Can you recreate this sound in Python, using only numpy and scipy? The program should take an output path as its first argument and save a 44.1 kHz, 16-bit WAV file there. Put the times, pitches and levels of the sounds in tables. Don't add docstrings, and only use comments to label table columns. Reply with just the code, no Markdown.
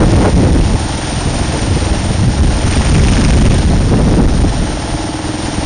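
import sys
import numpy as np
from scipy import signal
from scipy.fft import rfft, irfft
from scipy.io import wavfile
from scipy.ndimage import uniform_filter1d

SR = 44100
rng = np.random.default_rng(int(sys.argv[2]) if len(sys.argv) > 2 else 0)


def master(y):
    cut = np.clip(np.atleast_2d(y).T, -1, 1)
    pcm = np.round(cut * 32767)
    wavfile.write(sys.argv[1], SR, pcm.astype(np.int16))


N = 249165
TIME = np.arange(N) / SR


def undb(db):
    return 10 ** (np.asarray(db) / 20)


def unit(x):
    return x / np.sqrt(np.mean(x ** 2))


def curves(table):
    s, *columns = np.transpose(table)
    return [np.interp(TIME, s, column) for column in columns]


def noise(colour):
    hz, db = np.transpose(colour)
    bins_hz = np.maximum(np.arange(N // 2 + 1) * SR / N, 1)
    gain = undb(np.interp(np.log(bins_hz), np.log(hz), db))
    spectrum = rfft(rng.standard_normal(N))
    return unit(irfft(spectrum * gain, N))


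def walk(rate):
    knots = rng.standard_normal(4096)
    return unit(np.interp(TIME * rate, np.arange(len(knots)), knots))


def steady(x, seconds):
    size = max(int(seconds * SR), 2)
    power = uniform_filter1d(uniform_filter1d(x ** 2, size), size)
    return x / np.sqrt(power)


def ring(x, modes):
    return sum(undb(db) * signal.lfilter(*signal.iirpeak(hz, hz / width, fs=SR), x) for hz, width, db in modes)


def ring_twice(x, hz, width):
    mode = [(hz, width, 0)]
    return ring(ring(x, mode), mode)


def strikes(cycle, angle, scatter_db):
    at = np.flatnonzero(np.diff(np.floor(cycle - angle)) > 0)
    out = np.zeros(N)
    out[at] = undb(scatter_db * rng.standard_normal(256)[:len(at)])
    return out


def puff(pulses, seconds):
    pole = np.exp(-1 / (seconds * SR))
    return unit(signal.lfilter([1], [1, -2 * pole, pole ** 2], pulses))


def burst(s, seconds):
    return (TIME >= s) * np.exp(-np.abs(TIME - s) / seconds)


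def hump(s, length):
    return np.exp(-(2 * (TIME - s) / length) ** 2)


# [t/s, relative level/dB]
AIRSTREAM = [(0, -3), (.27, -7.5), (.32, -15.5), (.37, -7.5), (.6, -4.5), (.8, -14.5), (1.0, -23.5),
             (1.28, -23), (1.58, -20.5), (1.75, -25), (2.0, -16), (2.27, -12), (2.36, -17), (2.43, -7.5),
             (2.72, -17.5), (2.88, -8), (3.5, -9.5), (3.72, -7.5), (3.9, -9), (4.27, -7.5), (4.5, -10),
             (4.72, -22), (5.15, -28.5), (5.65, -31)]
# [t/s, length/s, dip/dB]
LULLS = [(0.106, .03, -11), (0.416, 0.03, -7), (0.491, 0.032, -11), (.79, 0.055, -6.5), (1.104, 0.023, -12),
         (2.612, 0.021, -10), (3.819, 0.02, -1), (4.059, 0.012, -11), (4.506, 0.023, -2), (4.536, .035, -8)]
# [t/s, length/s, relative level/dB]
GUSTS = [(0.385, 0.034, -9), (0.749, 0.018, -3), (1.274, 0.036, -14), (1.328, 0.024, -24),
         (1.416, 0.018, -10), (1.64, 0.03, -15), (1.723, 0.042, -13), (1.764, 0.015, -4.5),
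         (1.828, 0.0061, -1.5), (1.87, 0.012, -15), (1.922, 0.023, -5.5), (2.107, 0.016, -11),
         (2.281, 0.015, -2), (2.48, 0.065, -21), (2.653, 0.042, -14), (4.62, 0.033, -11.5),
         (4.938, 0.044, -18), (5.586, 0.025, -17)]


def buffeting():
    stream_db, = curves(AIRSTREAM)
    lull_db = sum(db * hump(s, length) for s, length, db in LULLS)
    chance_db = 2 * walk(rate=14)
    stream = undb(stream_db + lull_db + chance_db)
    gusts = sum(undb(db) * hump(s, length) for s, length, db in GUSTS)
    return 20 * np.log10(stream + gusts)


# [f/Hz, relative level per Hz/dB]
BUFFET_COLOUR = [(12, -53), (24, -3), (48, 2.5), (75, -0.5), (130, -4.5), (220, -9.5), (400, -29.5),
                 (900, -72), (3000, -80)]
# [f/Hz, relative level per Hz/dB]
EDDY_COLOUR = [(60, -33), (150, -0.5), (240, -2), (340, -4), (550, -15), (900, -29.5), (2000, -25.5),
               (5000, -64)]


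def wind(buffet_db):
    buffet = steady(noise(BUFFET_COLOUR), seconds=.035)
    flurries = undb(3 * walk(rate=60))
    eddies = unit(steady(noise(EDDY_COLOUR), seconds=.035) * flurries)
    return undb(buffet_db) * (undb(0.64) * buffet + undb(-10.0) * eddies)


# [f/Hz, relative level per Hz/dB]
RUSH_COLOUR = [(100, 14.5), (450, 12.5), (900, 11.5), (1200, 5), (1800, 6), (2300, 2), (3200, 4),
               (4700, 1.5), (5600, 4), (6300, -1), (7000, -1), (8400, -1.5), (9100, 6), (10000, -10.5)]


def rush(throttle, buffet_db):
    gust_gain = 1 + 0.17 * undb(buffet_db)
    level_db = -24 + 4.5 * throttle + 0.78 * walk(rate=79)
    return noise(RUSH_COLOUR) * gust_gain * undb(level_db)


# [t/s, length/s, mean eddy rate f/Hz, level/dB]
THROBS = [(0.838, .04, 150, -17), (1.172, 0.04, 90, -16), (1.689, 0.04, 100, -13.5),
          (2.13, 0.12, 74.66, -12), (2.243, 0.093, 129.4, -8.5), (2.415, .06, 72, -6.5),
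          (2.8, 0.097, 70, -14), (2.972, .09, 135.4, -11), (3.122, 0.052, 118, -11),
          (3.198, 0.053, 195, -12), (3.361, 0.09, 95, -9), (3.487, 0.056, 85, -7.5), (3.662, 0.056, 80, -9),
          (3.73, 0.083, 165.1, -12), (3.86, 0.042, 128, -9.5)]


def throbs():
    pitch_wander = 0.17
    drift = TIME + np.cumsum(pitch_wander * walk(rate=50)) / SR
    out = np.zeros(N)
    for s, length, hz, db in THROBS:
        phase = 2 * np.pi * (hz * drift + rng.random())
        out += undb(db) * hump(s, length) * np.sqrt(2) * np.sin(phase)
    return out


# [t/s, length/s, eddy rate f/Hz, level/dB]
BLASTS = [(0.027, 0.038, 353, -3.5), (0.092, 0.023, 261, -8.5), (0.134, 0.023, 290, -6.5),
          (0.177, 0.021, 380, -9), (.218, 0.042, 258, -5), (.256, 0.027, 450, -4.5),
          (0.282, 0.036, 414, -9), (0.446, 0.11, 290, -9.5), (0.563, 0.043, 206, -6),
          (1.277, .025, 350, -20), (1.543, 0.057, 368, -20.5), (1.775, 0.02, 280, -14),
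          (1.867, 0.014, 292, -16), (2.281, 0.019, 273, -19), (3.534, 0.038, 227, -10.5),
          (3.877, 0.025, 290, -18), (3.935, 0.041, 210, -3), (4.007, 0.042, 257, -6),
          (4.068, 0.037, 194, -11), (4.125, 0.07, 256, -9.5), (4.197, 0.046, 214, -2),
          (4.316, .016, 280, -17), (4.445, 0.021, 275, -9.5)]


def blasts():
    air = rng.standard_normal(N)
    roars = np.zeros(N)
    for s, length, hz, db in BLASTS:
        eddies = steady(ring_twice(air, hz, hz * 0.87), seconds=0.088)
        roars += undb(db) * hump(s, length) * eddies
    return roars


# [t/s, length/s, signed relative pressure]
SHOVES = [(0.333, .008, 0.062), (0.342, 0.0052, -2.7), (0.346, 0.008, 1.9), (3.495, 0.01, 1.47),
          (4.261, 0.007, 2.4), (4.27, 0.01, -1.9), (4.335, 0.009, -0.91)]


def shoves():
    return sum(pressure * hump(s, length) for s, length, pressure in SHOVES)


# [t/s, signed relative pressure]
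SLAMS = [(0.019, -1), (0.03, -0.5), (.126, 2.5), (0.175, -2), (0.214, 0.5), (0.239, -0.3), (0.264, -1.5),
         (0.282, 0), (0.296, 1), (0.343, 0), (0.443, 1), (0.516, 1), (0.602, 1.5), (3.938, 3.5),
         (4.01, 0.5), (4.033, -1), (4.082, 2.2), (4.14, 2.5), (4.178, -0.5), (4.202, 0.1), (4.221, 1.5)]


def slams():
    front_s, length_s = .0006, .003
    return sum(pressure * np.tanh((TIME - s) / front_s) * hump(s, 2 * length_s) for s, pressure in SLAMS)


# [t/s, level/dB]
BUMPS = [(1.938, -21), (3.732, -15), (4.772, -21), (5.487, -22)]
# [f/Hz, width/Hz, relative level/dB]
CASE_MODES = [(593, 25, 15), (691, 71, 12.5), (799, 66, 10), (847, 50, -4), (1300, 180, -2),
              (1750, 110, -17.5)]


def trail():
    shaking = sum(undb(db) * burst(s, seconds=.006) for s, db in BUMPS)
    clacks = shaking * unit(ring(rng.standard_normal(N), CASE_MODES))
    snap = undb(-21) * burst(3.699, seconds=.01)
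    return clacks + snap * unit(ring(rng.standard_normal(N), [(3900, 1200, 0)]))


def rattle(throttle):
    ticks_per_s = 190
    ticks = 1. * (rng.random(N) < ticks_per_s / SR)
    grains = puff(ticks, seconds=.0005) * rng.standard_normal(N)
    patter = unit(ring(grains, [(1220, 530, 2.5), (2240, 370, -6.0), (5240, 1300, -10.0)]))
    return undb(-28) * throttle ** 3 * patter


# [cycles per firing, relative level/dB]
GEAR_ORDERS = [(32, -36), (40, -33.5), (41, -41)]


def whine(shaft, throttle):
    lines = np.zeros(N)
    for order, db in GEAR_ORDERS:
        level = undb(db + 2 * walk(rate=5))
        phase = 2 * np.pi * order * shaft + .4 * walk(rate=60)
        lines += level * np.sin(phase)
    return undb(-1) * np.sin(np.pi * throttle) ** 2 * lines


def shake(shaft, throttle):
    return undb(-23) * 2 * throttle * np.sin(4 * np.pi * shaft)


# [t/s, level/dB]
PINGS = [(2.772, -15), (2.86, -15), (2.946, -15), (3.037, -10), (3.084, -11), (3.181, -13), (3.249, -8.5),
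         (3.296, -14), (3.462, -14)]


def pings():
    blows = sum(undb(db) * burst(s, seconds=.002) for s, db in PINGS)
    return blows * unit(ring(rng.standard_normal(N), [(2520, 910, -1), (4950, 530, -5)]))


# [share of the engine cycle, relative level/dB]
KNOCKS = [(.05, 3), (.34, .5), (.59, -1.5), (.73, 2), (.82, -1), (.96, -1.5)]


def clatter(cycle):
    knocks = sum(undb(db) * strikes(cycle, angle, scatter_db=2) for angle, db in KNOCKS)
    chatter = puff(knocks, seconds=.002) * rng.standard_normal(N)
    blows = unit(knocks) + undb(-3) * chatter
    highpass = signal.butter(3, 480, "highpass", fs=SR, output="sos")
    return unit(signal.sosfilt(highpass, ring(blows, CASE_MODES)))


# [share of the engine cycle, relative level/dB]
STROKES = [(.11, 0), (.2, -1), (.36, -2), (.45, -3), (.64, -8), (.88, -6)]
# [f/Hz, relative level per Hz/dB]
RASP_COLOUR = [(200, 10), (700, -7.5), (1300, -3.5), (2600, -2.5), (4000, -13.5), (6000, -8.5),
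               (10000, -18.5)]


def rasp(cycle):
    strokes = sum(undb(db) * strikes(cycle, angle, scatter_db=1.5) for angle, db in STROKES)
    cracks = puff(strokes, seconds=.0007)
    tear = puff(strikes(cycle, .17, scatter_db=1), seconds=.0035)
    grit = noise(RASP_COLOUR) * undb(2.8 * walk(rate=830))
    return unit(cracks + .5 * tear) * unit(grit)


# [f/Hz, relative level per Hz/dB]
BLOW_COLOUR = [(500, -19), (2000, 5), (4000, 5.5), (6000, -1), (9000, 11.5), (11000, -11)]


def blowdown(cycle):
    push = puff(strikes(cycle, -.24, scatter_db=2), seconds=.006)
    hiss = puff(strikes(cycle, -.17, scatter_db=1), seconds=.004)
    return undb(-27) * (push - push.mean()) + undb(-28) * hiss * noise(BLOW_COLOUR)


# [f/Hz, width of each of two stages/Hz, relative level/dB]
PIPE_MODES = [(104.7, 29, -3.5), (310.8, 40, -1)]
# [t/s, level/dB]
PIPE_LEVEL = [(0, -28), (.9, -25), (2.0, -24.5), (3.0, -26), (4.4, -27), (4.85, -24), (5.05, -20.5),
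              (5.3, -20.5), (5.65, -23)]


def pipe(cycle):
    beats = strikes(cycle, .02, scatter_db=1.5)
    note = sum(undb(db) * ring_twice(beats, hz, width) for hz, width, db in PIPE_MODES)
    gas = ring_twice(puff(beats, seconds=.008) * rng.standard_normal(N), 201, 67)
    wandering = np.interp(TIME + .0003 * walk(rate=25), TIME, note)
    level_db, = curves(PIPE_LEVEL)
    return undb(level_db) * (unit(wandering) + undb(-11) * unit(gas))


# [f/Hz, width of each of two stages/Hz, level with shut throttle/dB, rise to full throttle/dB]
EXHAUST_MODES = [(76.4, 41.4, -2, 15.5), (130.2, 39, -7, 18.5), (206, 123, -12, 16.5),
                 (481, 210, -24.5, 23.5)]


def exhaust(firings, throttle):
    gas = puff(firings, seconds=0.0022) * rng.standard_normal(N)
    push = unit(firings) + undb(-11) * gas
    bark = np.zeros(N)
    for hz, width, db, rise_db in EXHAUST_MODES:
        bark += undb(db + rise_db * throttle) * ring_twice(push, hz, width)
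    return unit(bark)


# [t/s, firing rate f/Hz]
REVS = [(0.0, 22.79), (0.4, 22.1), (0.8, 21.85), (1.1, 21.91), (1.4, 22.02), (1.8, 21.08), (2.2, 20.91),
        (2.5, 20.82), (2.85, 21.89), (3.15, 23.73), (3.5, 23.22), (3.9, 21.16), (4.3, 20.8), (4.6, 19.7),
        (4.9, 19.94), (5.2, 19.81), (5.45, 21.39), (5.65, 20.02)]


def engine(throttle):
    firing_hz, = curves(REVS)
    shaft = .24 + np.cumsum(firing_hz) / SR
    cycle = shaft + .002 * walk(rate=40)
    firings = strikes(cycle, .04, scatter_db=1.5)
    return (rattle(throttle) + whine(shaft, throttle) + shake(shaft, throttle)
            + undb(-27.5 - 2 * throttle) * clatter(cycle)
            + undb(-49.5 + 36.5 * throttle) * rasp(cycle)
            + throttle * blowdown(cycle)
            + pipe(cycle)
            + undb(-20) * exhaust(firings, throttle))


# [t/s, throttle opening 0-1]
THROTTLE = [(0, 0.6), (.28, 0.46), (.55, 0.26), (.8, 0.45), (1.07, 0.5), (1.75, 0.57), (2.0, 0.43),
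            (2.23, 0.27), (2.5, 0.42), (2.72, 0.78), (3.1, 0.84), (3.53, 0.73), (3.76, 0.05), (4.27, 0),
            (4.48, 0.2), (5.18, 0.04), (5.65, 0.5)]


def scene():
    throttle, = curves(THROTTLE)
    buffet_db = buffeting()
    air = wind(buffet_db) + rush(throttle, buffet_db) + throbs() + blasts() + shoves() + slams()
    bike = trail() + pings() + engine(throttle)
    fade_in = np.minimum(TIME / .002, 1)
    return ((air + bike) * fade_in)[None]


def record(dry):
    highpass = signal.butter(2, 1900, "highpass", fs=SR, output="sos")
    spared = undb(-10.0) * signal.sosfilt(highpass, dry)
    driven = dry - spared
    limit, knee = 0.54, 6
    flattened = driven / (1 + np.abs(driven / limit) ** knee) ** (1 / knee) + spared
    notch = signal.butter(3, (7250, 8400), "bandstop", fs=SR, output="sos")
    top_cut = signal.ellip(12, .2, 80, 9650, fs=SR, output="sos")
    return signal.sosfilt(top_cut, signal.sosfilt(notch, flattened))


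dry = scene()
out = record(dry)
master(out)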